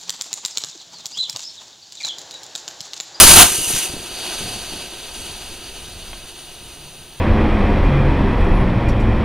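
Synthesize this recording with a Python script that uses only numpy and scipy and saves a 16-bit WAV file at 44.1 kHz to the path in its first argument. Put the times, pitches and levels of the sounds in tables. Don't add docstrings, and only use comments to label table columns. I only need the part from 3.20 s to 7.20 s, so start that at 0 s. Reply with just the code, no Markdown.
import sys
import numpy as np
from scipy import signal
from scipy.fft import rfft, irfft
from scipy.io import wavfile

SR = 44100
rng = np.random.default_rng(int(sys.argv[2]) if len(sys.argv) > 2 else 0)


def wav_out(sig):
    wavfile.write(sys.argv[1], SR, np.round(np.clip(np.atleast_2d(sig).T, -1, 1) * 32767).astype(np.int16))


N = 176400
TIME_S = np.arange(N) / SR

# t/s, level/dB
THRUST_ENVELOPE = [(0, 0), (.04, -2), (.052, -3), (.064, -10.5), (.072, -4.5), (.135, -2), (.157, -9.5),
                   (.166, -2.5), (.228, -2.5), (.243, -16), (.27, -20), (.32, -36), (.38, -78)]
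# f/Hz, level/dB
THRUST_SPECTRUM = [(24, -22), (40, -4), (98, -0.5), (212, -1.5), (247, -8.5), (333, -3.5), (472, -8),
                   (738, -4.5), (816, -5), (1050, -5.5), (1160, -4), (1520, -5), (1900, -7.5), (3060, -1.5),
                   (3290, -5), (4670, -3.5), (5420, -8), (6300, -2.5), (7680, -7), (9620, 0.5),
                   (15400, -18)]
# t/s, level/dB
SURGE_ENVELOPE = [(0, -32), (.13, -34), (.158, -21), (.172, -7), (.2, -4.5), (.228, -9.5), (.25, -19),
                  (.3, -67)]
# f/Hz, level/dB
SURGE_SPECTRUM = [(60, -6), (300, -9), (500, -23), (730, 2), (900, -4), (1400, -2), (1900, -10), (3000, -5),
                  (6000, -18)]
def roar():
    jet = turbulence(pops_per_s=1100, spread_db=0.5, pop_db=-6.5, flutter_db=1.77, flutter_hz=77)
    body = turbulence(pops_per_s=400, spread_db=3, pop_db=0, flutter_db=1.8, flutter_hz=80)
    thrust = colour(jet, THRUST_SPECTRUM) * amp(curve(THRUST_ENVELOPE))
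    surge = colour(body, SURGE_SPECTRUM) * amp(curve(SURGE_ENVELOPE))
    return thrust + surge


# t/s, level/dB
SPRAY_ENVELOPE = [(.2, -56), (.26, -23.5), (.36, -24.5), (.41, -29.5), (.46, -29.5), (.515, -22),
                  (.57, -20), (.62, -24.5), (.672, -29.5), (.686, -43), (.75, -49), (.9, -75)]
# f/Hz, level/dB
SPRAY_SPECTRUM = [(180, -31), (300, -9), (390, -5), (474, -4.5), (726, -17), (801, -11), (928, -7),
                  (1190, -10.5), (1520, -6.5), (1790, -9), (2920, 0.5), (3380, -3), (4620, -3), (5350, -8),
                  (6000, 0.5), (7790, -7), (9640, -1), (13800, -14.5), (15000, -20)]
# t/s, f/Hz, level/dB
NOZZLE_RING = [(.28, 3100, -40), (.37, 2980, -34), (.41, 2880, -34), (.48, 2850, -31.5), (.53, 2900, -49),
               (.62, 2750, -35), (.67, 2700, -37), (.72, 2700, -60)]
def spray():
    jet = turbulence(pops_per_s=1400, spread_db=-1, pop_db=-2, flutter_db=1.9, flutter_hz=76)
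    spatter = highpass(colour(jet, SPRAY_SPECTRUM), hz=200)
    ring = narrowband(curve(NOZZLE_RING), width_hz=380) * amp(curve(NOZZLE_RING, column=2))
    return spatter * amp(curve(SPRAY_ENVELOPE)) + ring


# t/s, level/dB, treble gain/dB
VAPOUR_ENVELOPE = [(.5, -32, 12.5), (.7, -32, 3), (.8, -34, -0.5), (.92, -32.5, -1), (1.0, -29.5, -1.5),
                   (1.11, -27, -2), (1.17, -28.5, -0.5), (1.3, -29.5, -0.5), (1.42, -32, -1.5),
                   (1.61, -31, -3.5), (1.66, -34, -3.5), (1.88, -35.5, -3), (1.98, -34.5, 1),
                   (2.08, -33.5, -1), (2.45, -36.5, -3), (2.9, -38, -2.5), (3.05, -39, -2.5),
                   (3.5, -40.5, -1.5), (4, -43.5, -3)]
# f/Hz, level/dB
VAPOUR_SPECTRUM = [(120, -8), (200, -2.5), (298, -8.5), (350, 1), (550, -6), (734, -4.5), (849, -6),
                   (946, -6.5), (1130, -9.5), (1570, -7.5), (1780, -11), (2210, -10), (2600, -3),
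                   (2900, -2), (3350, -3), (4160, -6), (4550, -3.5), (4890, -6.5), (5360, -15), (6080, -4),
                   (7690, -14.5), (8720, -6), (9900, -7.5), (11900, -15.5), (15000, -26.5)]
# f/Hz, width/Hz, level/dB re jet at t = 0, fade/(dB/s)
TUBE_RESONANCES = [(737, 110, -16, 1), (1520, 130, -23, 1.5), (2645, 130, -19, 1), (2955, 170, -17, -0.5),
                   (3640, 62, -21.5, -1.5), (3870, 73, -19.5, -0.5), (4000, 59, -23.5, -2),
                   (4433, 140, -12, 1), (4755, 140, -9, 4.5)]
def vapour():
    jet = turbulence(pops_per_s=1200, spread_db=3, pop_db=-7, flutter_db=0.87, flutter_hz=23)
    hiss = highpass(colour(jet, VAPOUR_SPECTRUM), hz=110)
    treble_db = curve(VAPOUR_ENVELOPE, column=2) + 0.5 * wander(rate_hz=28)
    hiss += highpass(hiss, hz=6000, order=3) * (amp(treble_db) - 1)
    tube = sum(amp(db - fade * TIME_S) * narrowband(hz, width_hz)
               for hz, width_hz, db, fade in TUBE_RESONANCES)
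    return (hiss + tube) * amp(curve(VAPOUR_ENVELOPE))


# t/s, level/dB
WHISTLE_ENVELOPE = [(1.4, -68), (2.0, -55.5), (2.6, -53.5), (3.3, -53.2), (4, -53.7)]
def whistle():
    bands = narrowband(hz=9523, width_hz=48) + narrowband(hz=9598, width_hz=48)
    return unit(bands) * amp(curve(WHISTLE_ENVELOPE))


# t/s, decay/s, level/dB
PUFF_EVENTS = [(0.312, 0.016, -29), (0.381, 0.016, -29.5), (0.402, 0.018, -27.5), (0.471, 0.014, -30),
               (0.499, 0.011, -21.5), (.533, .025, -27), (0.567, 0.017, -30), (0.694, 0.017, -30),
               (0.735, 0.014, -26), (.761, 0.015, -27), (.79, .05, -36), (0.908, 0.01, -34),
               (1.207, 0.13, -33), (1.339, 0.046, -39.5), (1.52, 0.068, -37.5), (1.954, 0.078, -39.5),
               (2.095, 0.042, -36.5), (2.295, .04, -41), (2.704, .06, -50), (2.936, 0.013, -38),
               (3.412, 0.052, -41.5), (3.553, 0.086, -48)]
# f/Hz, level/dB
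PUFF_SPECTRUM = [(15, 4), (35, -3.5), (80, 1.5), (180, 0), (350, -6), (800, -23), (2000, -47), (6000, -80)]
def puffs(rise_s=0.0021):
    envelope = np.zeros(N)
    for start_s, decay_s, db in PUFF_EVENTS:
        age_s = since(start_s)
        envelope += amp(db) * np.minimum(age_s / rise_s, 1) * np.exp(-(age_s / decay_s) ** 2)
    return envelope * noise(PUFF_SPECTRUM)


# t/s, peak level/dB
SPIT_EVENTS = [(0.504, -15), (.699, -24), (0.7359, -25), (0.767, -20), (.915, -30)]
def spits(rise_s=0.0003):
    pulses = np.zeros(N)
    for start_s, db in SPIT_EVENTS:
        progress = since(start_s) / rise_s
        pulses += amp(db) * progress * np.exp(1 - progress)
    return pulses


# t/s, level/dB
KNOCK_CONTACTS = [(2.9314, -29), (2.9348, -36)]
# f/Hz, level/dB re contact, T60/s
KNOCK_RESONANCES = [(800, -9, .025), (1100, -3.5, .03), (1400, -9, .02), (2180, -4, 0.022),
                    (2480, 0, 0.014), (3180, -4, 0.033)]
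# f/Hz, level/dB
CRACK_SPECTRUM = [(400, -15), (900, 0), (3400, 0), (4500, -10), (9000, -25)]
def knock(crack_db=-9.5, crack_decay_s=0.0054):
    out = np.zeros(N)
    crack = amp(crack_db) * noise(CRACK_SPECTRUM)
    for start_s, db in KNOCK_CONTACTS:
        age_s = since(start_s)
        out += amp(db) * crack * (age_s > 0) * np.exp(-age_s / crack_decay_s)
        for hz, mode_db, t60_s in KNOCK_RESONANCES:
            out += amp(db + mode_db - 60 * age_s / t60_s) * np.sin(2 * np.pi * hz * age_s)
    return out


# t/s, level/dB
RUMBLE_ENVELOPE = [(0, -19.5), (.22, -27), (.28, -57), (1.1, -46.5), (1.35, -39), (1.7, -47.5),
                   (2.2, -41.5), (2.35, -42), (2.6, -42), (2.76, -39), (2.95, -38.5), (3.15, -52.5),
                   (3.5, -44.5), (4, -50.5)]
# f/Hz, level/dB
RUMBLE_SPECTRUM = [(8, -3.5), (25, -0.5), (60, -6), (110, -13), (250, -21), (1000, -70)]
def rumble():
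    return amp(curve(RUMBLE_ENVELOPE)) * noise(RUMBLE_SPECTRUM)


# f/Hz, level/dB
AIR_SPECTRUM = [(30, 2), (200, -4.5), (500, -9.5), (1500, -17), (4000, -24), (8000, -26), (15000, -19)]
# t/s, level/dB
DRONE_ENVELOPE = [(2.8, -66), (3.3, -56), (3.7, -54.5), (4, -58)]
def background():
    air = amp(-48.5) * noise(AIR_SPECTRUM)
    drone = amp(curve(DRONE_ENVELOPE)) * narrowband(hz=142, width_hz=19)
    return air + drone


def amp(db):
    return 10 ** (np.asarray(db) / 20)


def since(start_s):
    return np.maximum(TIME_S - start_s, 0)


def curve(table, column=1):
    rows = np.array(table, float)
    return np.interp(TIME_S, rows[:, 0], rows[:, column])


def unit(x):
    return x / np.sqrt(np.mean(x ** 2))


def bin_hz():
    return np.maximum(np.arange(N // 2 + 1) * SR / N, 1)


def response(table):
    rows = np.array(table, float)
    return amp(np.interp(np.log(bin_hz()), np.log(rows[:, 0]), rows[:, 1]))


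def colour(x, spectrum):
    return unit(irfft(rfft(x) * response(spectrum), N))


def noise(spectrum):
    return colour(rng.standard_normal(N), spectrum)


def highpass(x, hz, order=2):
    return irfft(rfft(x) / (1 + (hz / bin_hz()) ** (2 * order)), N)


def wander(rate_hz):
    return unit(irfft(rfft(rng.standard_normal(N)) / (1 + (bin_hz() / rate_hz) ** 4), N))


def narrowband(hz, width_hz):
    phase = 2 * np.pi * np.cumsum(hz * np.ones(N)) / SR
    return unit(wander(width_hz / 2) * np.cos(phase) + wander(width_hz / 2) * np.sin(phase))


def turbulence(pops_per_s, spread_db, pop_db, flutter_db, flutter_hz):
    sizes = amp(spread_db * np.minimum(rng.exponential(size=N), 2.5))
    pops = (rng.random(N) < pops_per_s / SR) * rng.choice([-1, 1], N) * sizes
    flow = rng.standard_normal(N) + amp(pop_db) * unit(pops)
    return flow * amp(flutter_db * wander(flutter_hz))


def ground_echo(x, delay_s=0.00313, gain=0.17):
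    return gain * np.interp(TIME_S - delay_s, TIME_S, x, left=0)


def scatter(x, t60_s, gap_s):
    t = TIME_S[:SR]
    tail = rng.standard_normal(SR) * amp(-60 * t / t60_s) * (t > gap_s)
    return signal.fftconvolve(x, tail / np.sqrt(np.sum(tail ** 2)))[:N]


# f/Hz, level/dB re mid
SIDE_RESPONSE = [(2450, -31.5), (2850, -14), (3300, -12), (4100, -11.5), (4600, -7.5), (5300, -10),
                 (6000, -6), (8000, -3.5), (10500, -1), (13000, 2.5), (15500, 5)]
def stereo_ports(mid, diffuse, diffuse_gain=0.52):
    quadrature = -1j * np.sqrt(1 - diffuse_gain ** 2) * rfft(mid)
    side = irfft(response(SIDE_RESPONSE) * (quadrature + diffuse_gain * rfft(diffuse)), N)
    return np.array([mid + side, mid - side])


def scene():
    jet = roar() + spray() + vapour() + whistle()
    near = jet + ground_echo(jet) + knock()
    rock_faces = amp(-17) * scatter(near, t60_s=0.35, gap_s=0.012)
    mid = near + rock_faces + puffs() + spits() + rumble() + background()
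    return stereo_ports(mid, diffuse=scatter(near, t60_s=0.16, gap_s=0.006))


CLIP_LEVEL, LOW_SIDE_GAIN, CROSSOVER_HZ, TOP_HZ = 1.21, 0.2, 2300, 15650
def record(dry):
    left, right = np.clip(dry, -CLIP_LEVEL, CLIP_LEVEL)
    mid, side = (left + right) / 2, (left - right) / 2
    side = LOW_SIDE_GAIN * side + (1 - LOW_SIDE_GAIN) * highpass(side, CROSSOVER_HZ, order=6)
    lowpass = signal.firwin(401, TOP_HZ, fs=SR)
    return signal.fftconvolve(np.array([mid + side, mid - side]), lowpass[None], mode="same", axes=1)


dry = scene()
out = record(dry)
wav_out(out)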